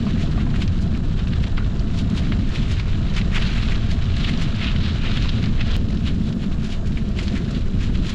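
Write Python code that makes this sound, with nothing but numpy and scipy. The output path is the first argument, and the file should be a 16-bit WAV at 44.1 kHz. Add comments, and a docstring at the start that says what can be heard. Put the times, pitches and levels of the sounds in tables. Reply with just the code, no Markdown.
"""A bicycle sets off along a paved woodland trail strewn with dry leaves. From the start the tyres hum,
the frame drones with the road and wind buffets the microphone. Leaf litter crackles and fizzes under
the tread, single leaves collapse in short crunches, stems and grit snap, and loose parts knock.
Near 3.5 s the litter deepens. Near 5.8 s the sound switches with a tick to a sandy trail, where the
wind is weaker and deeper, the litter is thinner and the hum of the tyres swells twice."""
import sys
import numpy as np
from scipy import signal
from scipy.fft import rfft, irfft
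from scipy.io import wavfile
from scipy.ndimage import uniform_filter1d, minimum_filter1d

SR = 44100
rng = np.random.default_rng(int(sys.argv[2]) if len(sys.argv) > 2 else 0)


def dump_mix(stems):
    """Bounce the given channels to the path in sys.argv[1] as a 16-bit WAV at rate SR."""
    frames = np.atleast_2d(stems).T  # one column per channel
    limited = np.clip(frames, -1, 1)  # hard clip at full scale
    pcm = np.round(limited * 32767).astype(np.int16)
    wavfile.write(sys.argv[1], SR, pcm)


N = 358974
TIME = np.arange(N) / SR
SAND_FROM_S = 5.7655
ON_SAND = TIME > SAND_FROM_S
CASING_HZ = 676   # resonance of the tyre casing

# tyre and frame resonances: (frequency [Hz], bandwidth [Hz], level [dB])
TYRE_MODES = [(346.7, 55, -46), (424, 48, -52), (517, 96, -52)]
# rough and smooth stretches of trail: (time [s], duration [s], rise of the drone [dB])
ROUGH_GROUND = [(0.0, 0.6, 4.5), (2.07, 0.33, 3.5), (2.76, 0.11, -6.5), (3.25, 0.038, 4.5), (4.3, 0.13, 4),
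                (5.88, 0.55, 4), (6.54, 0.31, -1), (7.8, 0.18, 2.5)]
# swells of the tyre hum on sand: (time [s], duration [s], rise [dB])
HUM_SWELLS = [(5.76, 0.1, 5.5), (7.12, 0.58, 4)]
# large leaves crushed:
# (peak time [s], time constant [s], relative blade level [dB], pitch [Hz], relative edge level [dB])
LARGE_LEAVES = [(0.226, 0.019, -29, 2410, -44.5), (0.405, 0.016, -30, 1970, -54),
                (0.563, 0.0072, -26.5, 1910, -48), (0.621, 0.017, -26, 2350, -43),
                (0.82, 0.012, -49, 2010, -47), (0.951, 0.0073, -31, 2220, -60),
                (1.197, 0.018, -32, 2700, -56), (1.333, 0.011, -30.5, 2780, -62),
                (1.434, 0.014, -32, 2750, -51), (1.575, 0.0035, -26, 3400, -59),
                (1.946, 0.012, -33, 3300, -56), (1.992, 0.018, -27.5, 2970, -43),
                (2.101, 0.003, -36, 3300, -46), (2.179, 0.016, -24.5, 2950, -40.5),
                (2.327, 0.013, -31, 2260, -61), (2.559, 0.035, -27, 2630, -46),
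                (2.718, 0.026, -28.5, 2360, -44.5), (2.8, 0.011, -30, 2380, -50),
                (3.181, 0.017, -21, 2160, -40.5), (3.364, 0.019, -17, 1890, -38.5),
                (3.427, 0.01, -23, 2400, -47), (3.566, 0.098, -29, 2100, -50),
                (3.719, 0.01, -24, 2300, -45.5), (3.917, 0.016, -27.5, 2490, -44),
                (4.17, 0.0044, -26, 2660, -42), (4.185, 0.002, -35, 3500, -41),
                (4.222, 0.037, -30, 2780, -53), (4.247, 0.0057, -22.5, 2880, -54),
                (4.294, 0.0098, -20.5, 2250, -42.5), (4.422, 0.018, -26.5, 2400, -41.5),
                (4.631, 0.036, -23.5, 2510, -53), (4.684, 0.019, -23.5, 2740, -58),
                (4.854, 0.052, -25.5, 3700, -58), (5.063, 0.042, -25, 2610, -72),
                (5.174, 0.01, -20, 2490, -45), (5.293, 0.0056, -19.5, 3340, -63),
                (5.433, 0.022, -29.5, 2500, -52), (5.611, 0.012, -23, 2500, -67),
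                (5.704, 0.034, -28, 2880, -70), (5.758, 0.0047, -26, 2760, -54),
                (6.077, 0.02, -24, 2680, -46.5), (6.273, 0.058, -36, 3200, -56),
                (6.434, 0.015, -30, 2480, -49.5), (6.651, 0.024, -33, 2360, -46),
                (6.729, 0.025, -28.5, 2780, -46.5), (6.874, 0.016, -37, 2150, -49.5),
                (6.977, 0.02, -34, 2270, -52), (7.195, 0.018, -25.5, 2370, -44),
                (7.235, 0.01, -38, 3000, -44), (7.278, 0.044, -33.5, 2970, -53),
                (7.367, 0.024, -28.5, 1830, -47.5), (7.511, 0.004, -31, 3330, -41),
                (7.551, 0.022, -31, 3100, -54), (7.835, 0.027, -29.5, 2070, -46.5),
                (7.956, 0.0084, -27.5, 2500, -50), (8.066, 0.013, -31, 3000, -45),
                (8.098, 0.012, -23, 2870, -40)]
# depth of the litter on each trail, as the strength of its crackle: (time [s], relative level [dB])
PAVED_LITTER = [(0.0, -40), (0.4, -44), (0.91, -45), (1.41, -43.5), (1.91, -45.5), (2.18, -41.5),
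                (3.12, -40), (3.29, -41.5), (3.47, -34), (3.78, -36.5), (3.96, -41), (4.1, -37),
                (4.83, -37), (5.26, -35), (5.5, -41), (5.76, -35.5)]
SANDY_LITTER = [(5.78, -44), (6.25, -47), (6.38, -51), (6.52, -45), (6.82, -50.5), (7.12, -46),
                (7.3, -44.5), (7.7, -44.5), (8.13, -40.5)]
# stems, grit and brittle leaves snapping: (time [s], peak level [dB], pitch [Hz], quality factor [1])
SNAPS = [(0.1609, -27, 1590, 1.1), (0.621, -15.5, 1910, 0.35), (0.678, -23, 3200, 1.3),
         (1.1925, -24, 2200, 0.8), (1.272, -22.5, 1900, 0.58), (1.335, -22.5, 2000, 0.8),
         (1.44, -20.5, 1900, 0.5), (1.5795, -16, 1640, 0.8), (1.795, -25.5, 3800, 2.5),
         (2.2701, -24.5, 1680, 3.7), (2.3212, -16, 1430, 0.56), (2.5589, -14, 2700, 2.9),
         (2.798, -18.5, 2230, 1.3), (3.1497, -24, 4200, 2.9), (3.166, -17.5, 2830, 1.5),
         (3.2138, -21, 2280, 1.5), (3.381, -16, 2600, 2.5), (3.4145, -24, 2930, 2), (3.722, -21, 1950, 2.2),
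         (4.165, -27, 3220, 0.92), (4.2467, -19, 2920, 8.7), (4.2829, -21, 2060, 2.7),
         (4.2895, -20, 2070, 4.9), (4.3748, -22, 3400, 1.2), (4.6147, -21, 2270, 5),
         (4.6438, -14.5, 2750, 3), (4.6703, -16, 2940, 3), (4.7618, -18, 2670, 2.3),
         (5.1632, -23, 2000, 2.5), (5.2242, -21, 3800, 4.5), (5.2927, -16.5, 3180, 1.4),
         (5.428, -22, 2830, 1.1), (5.44, -16, 1900, 1), (5.459, -18, 2500, 0.54), (5.611, -18, 2450, 1.5),
         (5.7174, -23, 3780, 5.7), (5.9724, -25, 3380, 2.9), (6.3268, -25, 2990, 1.3),
         (6.9736, -24.5, 2300, 9.1), (7.1895, -17.5, 2100, 1.6), (7.2804, -20, 2880, 1.4)]
# knocks of the bicycle: (time [s], ring level [dB], pitch [Hz], 60 dB decay time [s], thud level [dB])
KNOCKS = [(0.066, -29.5, 1060, 0.037, -30), (0.358, -34, 1280, 0.033, -36), (0.376, -31, 1150, 0.088, -26),
          (0.4653, -35, 1000, 0.022, -28), (0.541, -24.5, 1440, 0.0094, -39),
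          (1.585, -26, 1300, 0.021, -34), (1.602, -33, 1430, 0.04, -42), (1.624, -36, 1450, 0.03, -48),
          (3.378, -32, 890, 0.015, -42), (5.255, -31, 995, 0.023, -37)]
# gusts and lulls: (time [s], duration [s], rise [dB])
GUSTS = [(0.5, 0.44, 0.5), (3.55, 0.19, 4), (5.3, 0.89, 1), (6.3, 0.14, -3), (7.76, 0.21, 5.5)]
# spectral densities of the noise sources: (frequency [Hz], relative level [dB])
TREAD_SPECTRUM = [(150, -7.5), (450, 4), (620, -0.5), (780, -0.5), (900, -1), (1300, -0.5), (1800, -4),
                  (2200, -26.5), (4000, -25), (7500, -19.5), (9000, -42.5), (14000, -100)]
CRACKLE_SPECTRUM = [(400, -12.5), (900, -8.5), (1300, -0.5), (2000, -3.5), (2950, 1), (3450, -1.5),
                    (3950, 0.5), (4700, -9.5), (6000, -16.5), (7600, -27.5), (9000, -48.5), (14000, -67)]
FIZZ_SPECTRUM = [(2000, -21), (4100, 4.5), (5200, 2.5), (6300, -0.5), (7400, -1.5), (8300, -13.5),
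                 (9600, -12.5), (12000, -24.5), (15000, -56.5)]
WIND_SPECTRUM = [(10, -9.5), (20, 3), (36, -2), (62, -5), (90, -4.5), (120, -7), (170, -17), (400, -35.5),
                 (1200, -97)]
DRONE_SPECTRUM = [(70, -19), (130, 0), (170, 2), (218, 3), (255, -4.5), (310, -12.5), (400, -21.5),
                  (520, -31.5), (1200, -65)]


def tyres(tread_db=-45, casing_db=-51, sand_db=-2.0, uneven_db=2.0, waver_db=2.4, jolt_share=0.12):
    """Forced vibration: tread slap roars and drives hum and casing modes; sand muffles roar and casing."""
    grip = from_db(uneven_db * drift(48))
    road = grip * rng.standard_normal(N)
    hum = sum((-1) ** k * from_db(db) * unit_power(steep_resonance(road, hz, width))
              for k, (hz, width, db) in enumerate(TYRE_MODES))
    hum *= from_db(swells(HUM_SWELLS))
    casing = unit_power(steep_resonance(road, CASING_HZ, width_hz=60))
    casing *= from_db(casing_db + sand_db * ON_SAND + waver_db * drift(9))
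    roar = grip * coloured(rng.standard_normal(N), TREAD_SPECTRUM)
    roar *= from_db(tread_db + sand_db * ON_SAND)
    return from_db(jolt_share * swells(ROUGH_GROUND)) * (hum - casing) + roar


def crunches(leaves, blade_gain_db=-6.0, edge_gain_db=2.0, rib_db=-8.0, rib_hz=1200, usual_edge_db=-11):
    """Cascading fracture: a collapsing leaf rings in its blade, lower in its ribs, high at its edges."""
    breaks, splinters = fractures(3000, spread_db=1.5), fractures(5000, spread_db=4.5)
    ribs = steep_resonance(fractures(3000, spread_db=2.0), rib_hz, 1.07 * rib_hz)
    blades, edges = np.zeros(N), np.zeros(N)
    for s, tau_s, blade_db, hz, edge_db in leaves:
        near = slice(max(0, int((s - .15) * SR)), int((s + .15) * SR))
        age = np.clip((TIME[near] - s) / tau_s, -20, 20)
        press = np.exp(np.minimum(age, -1.01 * age))   # builds up to the collapse, then dies away
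        # a limp leaf pops with a clearer pitch than a brittle one
        brittleness_db = edge_db - blade_db - usual_edge_db
        width_hz = 0.9 * hz * from_db(0.21 * brittleness_db)
        blade = unit_power(steep_resonance(breaks[near], hz, width_hz))
        rib = from_db(rib_db) * unit_power(ribs[near])
        blades[near] += from_db(blade_db + blade_gain_db) * press * (blade + rib)
        edges[near] += from_db(edge_db + edge_gain_db) * press * unit_power(splinters[near])
    return lowpass(blades, 4300, order=5) + coloured(edges, FIZZ_SPECTRUM)


def small_leaves(crackle_db, fizz_db, per_s=9, spread_db=4.0):
    """Random scatter: rows like LARGE_LEAVES for small leaves, louder where the litter is deep."""
    count = int(per_s * N / SR)
    at = ((np.arange(count) + rng.random(count)) * N / count).astype(int)
    size, strength, pitch, dryness = rng.uniform(-0.72, 1, (count, 4)).T
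    tau_s = 0.0024 * from_db(spread_db * size)
    blade_db = crackle_db[at] + 0.5 + spread_db * strength
    hz = 2540 * np.exp(0.12 * pitch)
    edge_db = fizz_db[at] + 2.5 + spread_db * dryness
    return list(zip(TIME[at], tau_s, blade_db, hz, edge_db))


def litter(crackle_db, fizz_db, crackle_gain_db=-2.0, clump_db=2.0, chip_db=-10.0):
    """Shot noise: countless breaks under the tread merge into clumps of crackle, fizz and bright chips."""
    clumps_db = clump_db * drift(39)
    grains = coloured(fractures(3500, spread_db=2.7), CRACKLE_SPECTRUM) + .5 * scraps()
    crackle = from_db(crackle_db + crackle_gain_db + clumps_db) * grains
    chips = unit_power(steep_resonance(fractures(62, spread_db=6.5), hz=5000, width_hz=1900))
    fizz = coloured(fractures(9000, spread_db=-0.5), FIZZ_SPECTRUM) + from_db(chip_db) * chips
    fizz = lowpass(fizz, 10400, order=8)   # litter is duller than the edges of a whole leaf
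    return crackle + from_db(fizz_db + clumps_db) * fizz


def scraps(per_band_per_s=11, life_s=0.0035, low_hz=1400, high_hz=4000, bands=7):
    """Damped resonance: scraps crumble in brief bursts, each at a pitch set by its size; unit power."""
    out = np.zeros(N)
    for hz in np.geomspace(low_hz, high_hz, bands):
        starts = fractures(per_band_per_s, spread_db=-0.5) ** 2
        power = signal.lfilter([1], [1, -np.exp(-1 / (life_s * SR))], starts + 1e-18)
        bursts = np.sqrt(power) * rng.standard_normal(N)
        out += unit_power(steep_resonance(bursts, hz, 0.36 * hz))
    return unit_power(lowpass(out, 1.29 * high_hz, order=6))


def snaps(reach_hz=2500, splinter_db=-18, splinter_s=0.0048, size=1024):
    """Brittle fracture: one impulse and a few ms of splintering excite the broken piece's resonance."""
    out = np.zeros(N + size)
    for s, db, hz, q in SNAPS:
        splinters = from_db(splinter_db) * rng.standard_normal(size) * np.exp(-TIME[:size] / splinter_s)
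        crack = signal.unit_impulse(size) + splinters
        snap = lowpass(resonance(crack, hz, hz / q), hz + reach_hz, order=6)
        at = int(s * SR)
        out[at:at + size] += from_db(db) * unit_peak(snap)
    return out[:N]


def knocks(contact_s=0.0025, rattle_db=-12, size=8192):
    """Impact excitation: a rough contact thuds in the casing and sets a loose part ringing and rattling."""
    out, age = np.zeros(N + size), TIME[:size]
    for s, db, hz, t60, thud_db in KNOCKS:
        contact = lowpass(rng.standard_normal(size) * np.exp(-age / contact_s), 2200, order=3)
        ring = unit_peak(resonance(contact, hz, width_hz=np.log(1000) / (np.pi * t60)))
        thud = unit_peak(resonance(contact, CASING_HZ, width_hz=75))
        rattle = unit_power(steep_resonance(rng.standard_normal(size), hz, .5 * hz))
        rattle *= from_db(rattle_db) * np.exp(-age / (0.76 * t60))
        at = int(s * SR)
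        out[at:at + size] += from_db(db) * (ring + rattle) + from_db(thud_db) * thud
    return out[:N]


def wind(level_db=-18.5, sand_db=-3, waver_db=0.5, sand_speed=0.86):
    """Turbulence: eddies buffet the microphone, weaker and deeper at the lower riding speed on sand."""
    buffet_db = level_db + sand_db * ON_SAND + swells(GUSTS) + waver_db * drift(3.6)
    air = rng.standard_normal(N)
    slow_spectrum = [(hz * sand_speed, db) for hz, db in WIND_SPECTRUM]
    eddies = np.where(ON_SAND, coloured(air, slow_spectrum), coloured(air, WIND_SPECTRUM))
    return from_db(buffet_db) * lowpass(eddies, 900, order=4)


def frame_drone(level_db=-27, jolt_db=2.5):
    """Structure-borne sound: road shake passes through frame and mount, stronger on rough ground."""
    drone_db = level_db + swells(ROUGH_GROUND) + jolt_db * drift(25)
    return from_db(drone_db) * coloured(rng.standard_normal(N), DRONE_SPECTRUM)


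def trail_change_tick(level_db=-16, decay_s=0.0012):
    """Step transient: a sudden jump in the sound is heard as one dry tick as the sandy trail begins."""
    return from_db(level_db) * ON_SAND * np.exp(-np.abs(TIME - SAND_FROM_S) / decay_s)


def fractures(per_s, spread_db):
    """Poisson process: tiny breaks of random time, sign and size; unit power."""
    sizes = from_db(spread_db * np.minimum(rng.exponential(1, N), 4))
    return unit_power(sizes * rng.choice([-1, 1], N) * (rng.random(N) < per_s / SR))


def swells(rows, attack_s=0.01, release_s=0.1):
    """Trapezoidal envelopes: each row rises, holds and falls; their sum in dB."""
    return sum(db * np.clip(np.minimum((TIME - s) / attack_s, 1 - (TIME - s - hold_s) / release_s), 0, 1)
               for s, hold_s, db in rows)


def drift(rate_hz):
    """Random modulation: smooth noise of unit power, mostly below rate_hz."""
    hz = np.fft.rfftfreq(N, 1 / SR)
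    return unit_power(irfft(rfft(rng.standard_normal(N)) / (1 + (hz / rate_hz) ** 2), N))


def coloured(x, spectrum, size=16384):
    """Spectral shaping by a causal filter; white input keeps its power."""
    hz, db = np.transpose(spectrum)
    log_hz = np.log(np.fft.rfftfreq(size, 1 / SR) + 1)
    gain = unit_power(from_db(np.interp(log_hz, np.log(hz), db)))
    cepstrum = irfft(np.log(gain))[:size // 2]
    cepstrum[1:] *= 2   # minimum phase: nothing sounds early
    impulse_response = irfft(np.exp(rfft(cepstrum, size)))
    return signal.fftconvolve(x, impulse_response)[:len(x)]


def resonance(x, hz, width_hz):
    """Damped oscillator: two poles, with gain 1 at the peak."""
    r = np.exp(-np.pi * width_hz / SR)
    feedback = [1, -2 * r * np.cos(2 * np.pi * hz / SR), r * r]
    return signal.lfilter(np.array([1, 0, -1]) * (1 - r * r) / 2, feedback, x)


def steep_resonance(x, hz, width_hz):
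    """Two resonators in cascade: the same bandwidth, steeper skirts."""
    wider = width_hz / np.sqrt(np.sqrt(2) - 1)
    return resonance(resonance(x, hz, wider), hz, wider)


def lowpass(x, hz, order):
    """Maximally flat low-pass filter."""
    return signal.sosfilt(signal.butter(order, min(hz, .49 * SR), fs=SR, output="sos"), x + 1e-18)


def limiter(x, ceiling, reach=SR // 100):
    """Peak limiting: the gain dips smoothly around each swing that would pass the ceiling."""
    gain = minimum_filter1d(np.minimum(1, ceiling / (np.abs(x) + 1e-9)), 2 * reach)
    return x * uniform_filter1d(uniform_filter1d(gain, reach), reach)


def from_db(db):
    """Decibels to amplitude ratio."""
    return 10 ** (np.asarray(db) / 20)


def unit_power(x):
    """Normalisation to a mean square of 1."""
    return x / np.sqrt(np.mean(x ** 2) + 1e-20)


def unit_peak(x):
    """Normalisation to a peak of 1."""
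    return x / np.abs(x).max()


def scene(usual_litter_db=-39, usual_fizz_db=-56, fizz_follows=0.57, sand_fizz_db=1.7):
    """Superposition of close sources in open air; litter depth drives crackle, fizz and small leaves."""
    paved_db = np.interp(TIME, *np.transpose(PAVED_LITTER))
    sandy_db = np.interp(TIME, *np.transpose(SANDY_LITTER))
    crackle_db = np.where(ON_SAND, sandy_db, paved_db)
    fizz_db = usual_fizz_db + fizz_follows * (crackle_db - usual_litter_db) + sand_fizz_db * ON_SAND
    leaves = litter(crackle_db, fizz_db)
    leaves += crunches(small_leaves(crackle_db, fizz_db) + LARGE_LEAVES) + snaps()
    rumble = limiter(wind() + frame_drone(), ceiling=0.27)
    ride = lowpass(tyres() + leaves + knocks() + rumble, 12400, order=10)
    return (ride + trail_change_tick())[None]


def record(dry):
    """Band limiting: the treble is cut steeply above 16 kHz."""
    return lowpass(dry, 16000, order=20)


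dry = scene()
out = record(dry)
dump_mix(out)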